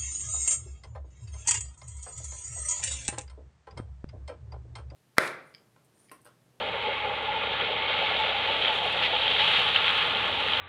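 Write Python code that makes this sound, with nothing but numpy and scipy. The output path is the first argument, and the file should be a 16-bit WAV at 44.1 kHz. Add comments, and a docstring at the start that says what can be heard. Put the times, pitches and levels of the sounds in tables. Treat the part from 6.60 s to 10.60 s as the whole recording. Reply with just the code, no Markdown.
"""In a field, a small three-cylinder diesel tractor creeps along with a belt-driven drum mower at its side.
The spinning blades slash through ever thicker grass, now and then knocking on a tough stalk.
The engine hums and clatters as it fires, and the mower's sheet-metal cover drones in surges.
Behind them the frame rattles, the gears whine under load, and dry straw hisses and crackles."""
import sys
import numpy as np
from scipy import signal
from scipy.fft import rfft, irfft
from scipy.io import wavfile
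from scipy.ndimage import uniform_filter1d

SR = 44100
rng = np.random.default_rng(int(sys.argv[2]) if len(sys.argv) > 2 else 0)


def waveform_to_disk(signal):
    """Save audio, clipped to [-1, 1], as 16-bit WAV at the path in sys.argv[1]."""
    frames = np.transpose(np.atleast_2d(signal))
    scaled = np.clip(frames, -1, 1) * 32767
    samples = np.round(scaled).astype(np.int16)
    wavfile.write(sys.argv[1], SR, samples)


N = 4 * SR
STALKS_PER_S = 900


# tone of the slashing: (frequency [Hz], level [dB])
SLASH_TONE = [(300, -30.5), (1000, -13.5), (1350, -10.5), (1620, -8.5), (2330, -5.5), (2600, -1), (3230, 2),
              (3800, -7.5), (4150, -13), (4400, -16.5), (5000, -35), (6000, -51), (12000, -90)]
# the slashing grows as the grass thickens: (time [s], level [dB])
SLASH_LOUDNESS = [(0.0, -35.5), (0.15, -36.5), (0.28, -33.5), (0.51, -37), (1.02, -30.5), (1.23, -32.5),
                  (1.28, -29), (1.7, -28.5), (1.75, -30.5), (1.94, -27), (1.98, -30), (2.06, -26),
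                  (2.2, -29.5), (2.49, -28), (2.64, -25.5), (2.78, -23.5), (3.0, -22), (3.02, -25),
                  (3.15, -25.5), (3.17, -22.5), (3.21, -27), (3.29, -24), (3.33, -26.5), (3.42, -25),
                  (3.49, -28.5), (3.81, -29), (3.95, -27)]
# the blades ring as they cut: (pitch [Hz], width [Hz], level [dB])
BLADE_NOTES = [(3240, 110, -11.5), (3414, 69, -15.5), (3760, 130, -11.5)]

def slashing(cutting, sweep):
    """The blades slash through the grass, and the snapping stalks make them ring."""
    ring = 0
    for hz, width, db in BLADE_NOTES:
        hits = colour(snaps(STALKS_PER_S * sweep, spread_db=0.5), SLASH_TONE)
        ring += from_db(db) * rms_one(resonate(hits, hz, width))
    slash = even(colour(cutting, SLASH_TONE) + ring, samples=4400)
    return from_db(-0.53) * loudness(SLASH_LOUDNESS) * slash


# a blade hits a tough stalk: (time [s], peak level [dB], pitch [Hz])
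STALK_HITS = [(1.009, -20, 3200), (1.338, -23, 3190), (1.622, -18, 3390), (2.023, -12.5, 3250),
              (2.049, -16, 3100), (2.057, -12.5, 3300), (2.08, -15, 3080), (2.091, -24, 3300),
              (2.564, -13.5, 3350), (2.679, -14, 3300), (2.764, -14, 3100), (2.807, -16, 3225),
              (3.160, -7.5, 2850), (3.243, -12.5, 3100), (3.28, -11.5, 3098), (3.303, -13.5, 3200),
              (3.382, -17, 2950), (3.549, -16, 3130), (3.885, -18, 3000), (3.934, -13, 3070)]
# how the struck blade rings: (multiple of the hit's pitch [x], width [Hz], level [dB])
KNOCK_NOTES = [(.715, 310, -0.5), (.924, 450, -11), (1, 230, 6.5)]

def knocks(contact_s=0.001):
    """Each tough stalk scrapes the blade for an instant and rings it for a few milliseconds."""
    out = np.zeros(N + SR)
    t = np.arange(1024) / SR
    soften = signal.butter(10, 3700, fs=SR, output="sos")
    for s, peak_db, pitch_hz in STALK_HITS:
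        scrape = rng.standard_normal(len(t)) * np.exp(-t / contact_s)
        ring = sum((-1) ** k * from_db(db) * resonate(scrape, ratio * pitch_hz, width)
                   for k, (ratio, width, db) in enumerate(KNOCK_NOTES))
        ring = signal.sosfilt(soften, ring)
        start = int(s * SR)
        out[start:start + len(ring)] += from_db(peak_db) * ring / np.abs(ring).max()
    return out[:N]


# dense tufts of grass: (time [s], length [s], level [dB])
TUFT_CUTS = [(1.435, 0.032, -34), (2.412, .052, -26.5), (2.785, 0.041, -28.5)]
# tone of their rasp: (frequency [Hz], level [dB])
RASP_TONE = [(1000, -23), (2100, 0.5), (3700, -0.5), (4400, -14), (5100, -28), (9000, -58)]

def tufts(sweep):
    """A dense tuft rasps briefly through the blades."""
    return bursts(TUFT_CUTS) * colour(noise(np.sqrt(sweep)), RASP_TONE)


# the engine block and bonnet ring: (pitch [Hz], width [Hz], level [dB])
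BLOCK_NOTES = [(433.3, 30.5, -4), (492.5, 55, -1), (558.4, 18.6, -3), (621, 15, -7.5), (791, 34, -2.5)]
# how loudly they clatter: (time [s], level [dB])
CLATTER_LOUDNESS = [(0.0, -33.5), (0.12, -38), (0.3, -34), (0.38, -43), (0.48, -34), (0.56, -40),
                    (0.75, -39), (1.01, -36), (1.33, -38.5), (1.44, -34), (1.5, -38), (3.01, -38),
                    (3.13, -41), (3.95, -38.5)]
# a growl that swells midway: (time [s], level [dB])
GROWL_LOUDNESS = [(0, -63), (1.2, -49), (1.65, -40), (2.5, -39.5), (3, -47.5), (4, -47)]
# the engine's hum: (multiple of the crankshaft speed [x], level [dB])
ENGINE_NOTES = [(2, -56.5), (3, -55), (5, -63.5), (7, -68)]
# tone of the machine's rumble: (frequency [Hz], level [dB])
RUMBLE_TONE = [(20, -32), (42, -16.5), (62, 1), (130, 5), (230, 5), (350, 3), (600, 0.5), (1200, 4),
               (2500, -13), (5000, -53.5)]
# how loudly it rumbles: (time [s], level [dB])
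RUMBLE_LOUDNESS = [(0, -46), (1.3, -44), (1.4, -43), (1.6, -44.5), (2.65, -44.5), (2.9, -43.5), (3.1, -45),
                   (3.7, -41.5), (4, -43.5)]

def engine(turns):
    """Three firings in two turns shake the block, over a growl, a hum and a rumble."""
    firing = strokes(turns * 3 / 2, sharpness=0.23, spread_db=2.5)
    block = rattle(firing, BLOCK_NOTES, band_hz=[385, 3400], steepness=5)
    clatter = loudness(CLATTER_LOUDNESS) * even(block, samples=7000)
    growl = loudness(GROWL_LOUDNESS) * drone(firing, hz=673, width_hz=340)
    hum = sum(from_db(db) * shaft_note(turns, multiple) for multiple, db in ENGINE_NOTES)
    rumble = loudness(RUMBLE_LOUDNESS) * colour(noise(), RUMBLE_TONE)
    return clatter + growl + hum + rumble


# the mower's cover rings: (pitch [Hz], width [Hz], level [dB])
COVER_NOTES = [(827.5, 82, -4), (878, 73, 0.5)]
# its drone swells: (time [s], level [dB], pitch [Hz])
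COVER_SURGES = [(0.12, -40, 854), (0.271, -33.5, 845), (0.443, -35, 850), (0.49, -38, 837),
                (0.694, -32, 871), (0.766, -35, 876), (1.132, -41, 852), (1.23, -37.5, 865),
                (1.36, -33.5, 860), (1.445, -33.5, 866), (1.53, -37.5, 827), (1.615, -31, 864),
                (1.775, -37.5, 823), (1.89, -35, 872), (2.111, -33, 871), (2.216, -37, 868),
                (2.414, -36.5, 841), (2.55, -35, 851), (2.651, -38.5, 851), (2.824, -32.5, 859),
                (2.89, -36.5, 870), (3.068, -36.5, 843), (3.269, -39, 884), (3.805, -36.5, 843)]

def cover(turns, surge_s=0.016, waver_hz=16):
    """The shaken sheet metal drones and sings out several times a second, at slightly varying pitch."""
    shake = strokes(turns, sharpness=0.12, spread_db=3)
    steady = sum(from_db(db) * drone(shake, hz, width) for hz, width, db in COVER_NOTES)
    pitch = in_time(COVER_SURGES)[1] + waver_hz * waver(rate_hz=25)
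    sing = np.sqrt(2) * np.sin(2 * np.pi * np.cumsum(pitch) / SR)
    t = np.arange(N) / SR
    power = sum(from_db(db) ** 2 * np.exp(-((t - s) / surge_s) ** 2) for s, db, _ in COVER_SURGES)
    return from_db(-39) * even(steady, samples=2200) + from_db(2.2) * np.sqrt(power) * sing


# the mower's frame rings: (pitch [Hz], width [Hz], level [dB])
FRAME_NOTES = [(1116, 52, -6.5), (1220, 210, -2), (1399, 60, -3), (1712, 27, -7.5), (2024, 100, -4),
               (2480, 150, -0.5)]
# how loudly it rattles: (time [s], level [dB])
FRAME_LOUDNESS = [(0.0, -36.5), (0.66, -34.5), (0.78, -33), (1.33, -34), (2.03, -35.5), (2.35, -38.5),
                  (2.44, -30), (2.49, -40.5), (3.29, -30.5), (3.72, -35.5), (3.95, -32)]
# one panel rings on its own, most in light grass: (time [s], level [dB])
PANEL_LOUDNESS = [(0, -48), (0.33, -37.5), (0.55, -44), (1.4, -36), (2.25, -45), (4, -47)]

def frame(turns):
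    """The spinning drum rattles the mower's frame and one of its panels."""
    shake = strokes(turns, sharpness=0.048, spread_db=2)
    ring = rms_one(rattle(shake, FRAME_NOTES, band_hz=[900, 3800], steepness=8))
    panel = even(drone(shake, hz=2185, width_hz=175), samples=3000)
    return from_db(-1.5) * loudness(FRAME_LOUDNESS) * ring + loudness(PANEL_LOUDNESS) * panel


# the gears get louder under load: (time [s], level [dB])
GEAR_LOUDNESS = [(0, -65), (2.7, -52.5), (3.2, -41.5), (3.7, -44.5), (4, -49)]

def gears(turns, teeth=45):
    """Gear teeth meet many times in each turn of the drum and make a wavering whine."""
    whine = np.sqrt(2) * np.sin(2 * np.pi * teeth * turns + 0.4 * waver(rate_hz=9.9))
    return loudness(GEAR_LOUDNESS) * whine


# tone of the straw's fine hiss: (frequency [Hz], level [dB])
HISS_TONE = [(2500, -13), (5200, 1), (7000, 1), (8500, -2), (10300, -1.5), (12000, -9.5), (13500, -12),
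             (15500, -20)]
# hiss and crackle grow in thick grass: (time [s], level [dB])
STRAW_LOUDNESS = [(0.0, -73), (1.26, -76.5), (1.43, -70), (1.55, -72), (1.59, -70), (1.73, -70.5),
                  (2.17, -65), (2.2, -65), (2.46, -64.5), (2.53, -68.5), (2.95, -58.5), (3.19, -64.5),
                  (3.32, -61), (3.5, -66), (3.95, -64.5)]
# tone of single straws splitting: (frequency [Hz], level [dB])
CRACKLE_TONE = [(3500, -23.5), (6000, -1), (10300, 1), (12000, -13.5), (15500, -20)]
# wisps of straw swish away: (time [s], length [s], level [dB])
WISPS = [(1.587, .022, -65), (2.13, 0.043, -64), (3.633, .03, -68)]

def straw(cutting, sweep, crackles_per_s=45, fade_s=0.0012):
    """Dry straw hisses and crackles as the blades pass, and whole wisps swish away."""
    hiss = from_db(0.7) * colour(cutting, HISS_TONE)
    clicks = np.abs(snaps(crackles_per_s * sweep, spread_db=1.5))
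    fading = signal.lfilter([1], [1, -np.exp(-1 / (fade_s * SR))], clicks + 1e-18)
    crackle = from_db(-8.5) * colour(noise(fading), CRACKLE_TONE)
    swish = resonate(noise(np.sqrt(sweep)), hz=6700, width_hz=2200)
    return loudness(STRAW_LOUDNESS) * (hiss + crackle) + bursts(WISPS) * colour(swish, HISS_TONE)


# the drum's hum: (multiple of its speed [x], level in light grass [dB], level in thick grass [dB])
DRUM_NOTES = [(2, -64, -71), (3, -70, -60.5), (4, -69.5, -52.5), (6, -73.5, -53)]

def drum_hum(turns):
    """The drum hums harder under load; the straw's level stands for how thick the grass is."""
    straw_db, = in_time(STRAW_LOUDNESS)
    load = (straw_db - straw_db.min()) / np.ptp(straw_db)
    return sum(from_db(light + load * (thick - light)) * shaft_note(turns, multiple)
               for multiple, light, thick in DRUM_NOTES)


def from_db(db):
    """Turn decibels into a volume factor."""
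    return 10 ** (np.asarray(db) / 20)


def rms_one(x):
    """Set the average strength (rms) to 1."""
    return x / np.sqrt(np.mean(x ** 2) + 1e-20)


def even(x, samples):
    """Hold the strength near 1 over each stretch of samples."""
    return x / np.sqrt(uniform_filter1d(x ** 2, size=samples) + 1e-12)


def in_time(rows):
    """Join timed points with straight lines, one curve per column."""
    times, *columns = np.transpose(rows)
    return [np.interp(np.arange(N) / SR, times, column) for column in columns]


def loudness(rows):
    """Turn timed decibels into a volume curve."""
    return from_db(in_time(rows)[0])


def bursts(rows, edge_s=0.012):
    """A volume curve of short bursts that start sharply, hold and stop."""
    t = np.arange(N) / SR
    out = np.zeros(N)
    for s, length, db in rows:
        corners = [s, s + edge_s, s + max(length, edge_s), s + length + 2 * edge_s]
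        out += from_db(db) * np.interp(t, corners, [0, 1, 1, 0])
    return out


def noise(strength=1):
    """Plain noise that follows a strength."""
    return strength * rng.standard_normal(N)


def colour(x, tone):
    """Shape a sound's lows and highs with a tone table."""
    hz, db = np.transpose(tone)
    bins = np.maximum(np.fft.rfftfreq(N, 1 / SR), 1)
    gain = from_db(np.interp(np.log(bins), np.log(hz), db))
    return rms_one(irfft(rfft(x) * gain, N))


def resonate(x, hz, width_hz):
    """Make a sound ring at one pitch; a smaller width rings longer."""
    r = np.exp(-np.pi * width_hz / SR)
    feedback = [1, -2 * r * np.cos(2 * np.pi * hz / SR), r * r]
    return signal.lfilter(np.sqrt(1 - r) * np.array([1, 0, -1]), feedback, x + 1e-18)


def rattle(shake, notes, band_hz, steepness):
    """Shaken metal rings at several pitches, kept within one band."""
    ring = sum(from_db(db) * resonate(noise(shake), hz, width) for hz, width, db in notes)
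    return signal.sosfilt(signal.butter(steepness, band_hz, "band", fs=SR, output="sos"), ring)


def drone(shake, hz, width_hz):
    """Pulsing noise, narrowed twice around one pitch."""
    return rms_one(resonate(resonate(noise(shake), hz, width_hz), hz, width_hz))


def strokes(cycles, sharpness, spread_db):
    """One swell per cycle, each with a strength of its own."""
    strength = from_db(spread_db * rng.standard_normal(1000))
    return rms_one(strength[cycles.astype(int)] * np.exp(-sharpness * np.cos(2 * np.pi * cycles)))


def shaft_note(turns, multiple):
    """A pure note at a multiple of a shaft's speed."""
    return np.sqrt(2) * np.sin(2 * np.pi * (multiple * turns + rng.random()))


def snaps(per_s, spread_db):
    """Random clicks, many small and a few larger."""
    sizes = from_db(spread_db * np.minimum(rng.exponential(1, N), 4)) * rng.choice([-1, 1], N)
    return rms_one(sizes * (rng.random(N) < per_s / SR))


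def waver(rate_hz):
    """Slow random movement."""
    return rms_one(signal.sosfilt(signal.butter(2, rate_hz, fs=SR, output="sos"), noise()))


# the engine's crankshaft: (time [s], speed [turns/s])
CRANK_SPEED = [(0, 34.8), (1.45, 34.6), (1.8, 31.6), (2.35, 34.3), (3.1, 33.8), (3.6, 34), (4, 30)]
# the belt-driven drum slows in thick grass: (time [s], speed [turns/s])
DRUM_SPEED = [(0, 28.6), (1.45, 28.2), (1.8, 29.2), (2.35, 29.1), (2.8, 28.6), (3.1, 28.05), (3.75, 27.35),
              (4, 27.2)]

def scene():
    """The turning crankshaft and drum set the rhythm of the engine and the mower."""
    crank, drum = (np.cumsum(in_time(speed)[0]) / SR for speed in (CRANK_SPEED, DRUM_SPEED))
    sweep = strokes(drum * 3, sharpness=0.28, spread_db=1.6)  # three blades pass per turn
    stalks = from_db(-7.5) * snaps(STALKS_PER_S * sweep, spread_db=0.5)
    cutting = stalks + noise(np.sqrt(sweep))
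    blades = slashing(cutting, sweep) + knocks() + tufts(sweep)
    machine = engine(crank) + cover(drum) + frame(drum)
    background = gears(drum) + straw(cutting, sweep) + drum_hum(drum)
    return (blades + machine + background)[None]


def record(dry, cutoff_hz=15500):
    """Cut off the highest treble steeply."""
    return signal.sosfilt(signal.ellip(10, .1, 80, cutoff_hz, fs=SR, output="sos"), dry)


dry = scene()
out = record(dry)
waveform_to_disk(out)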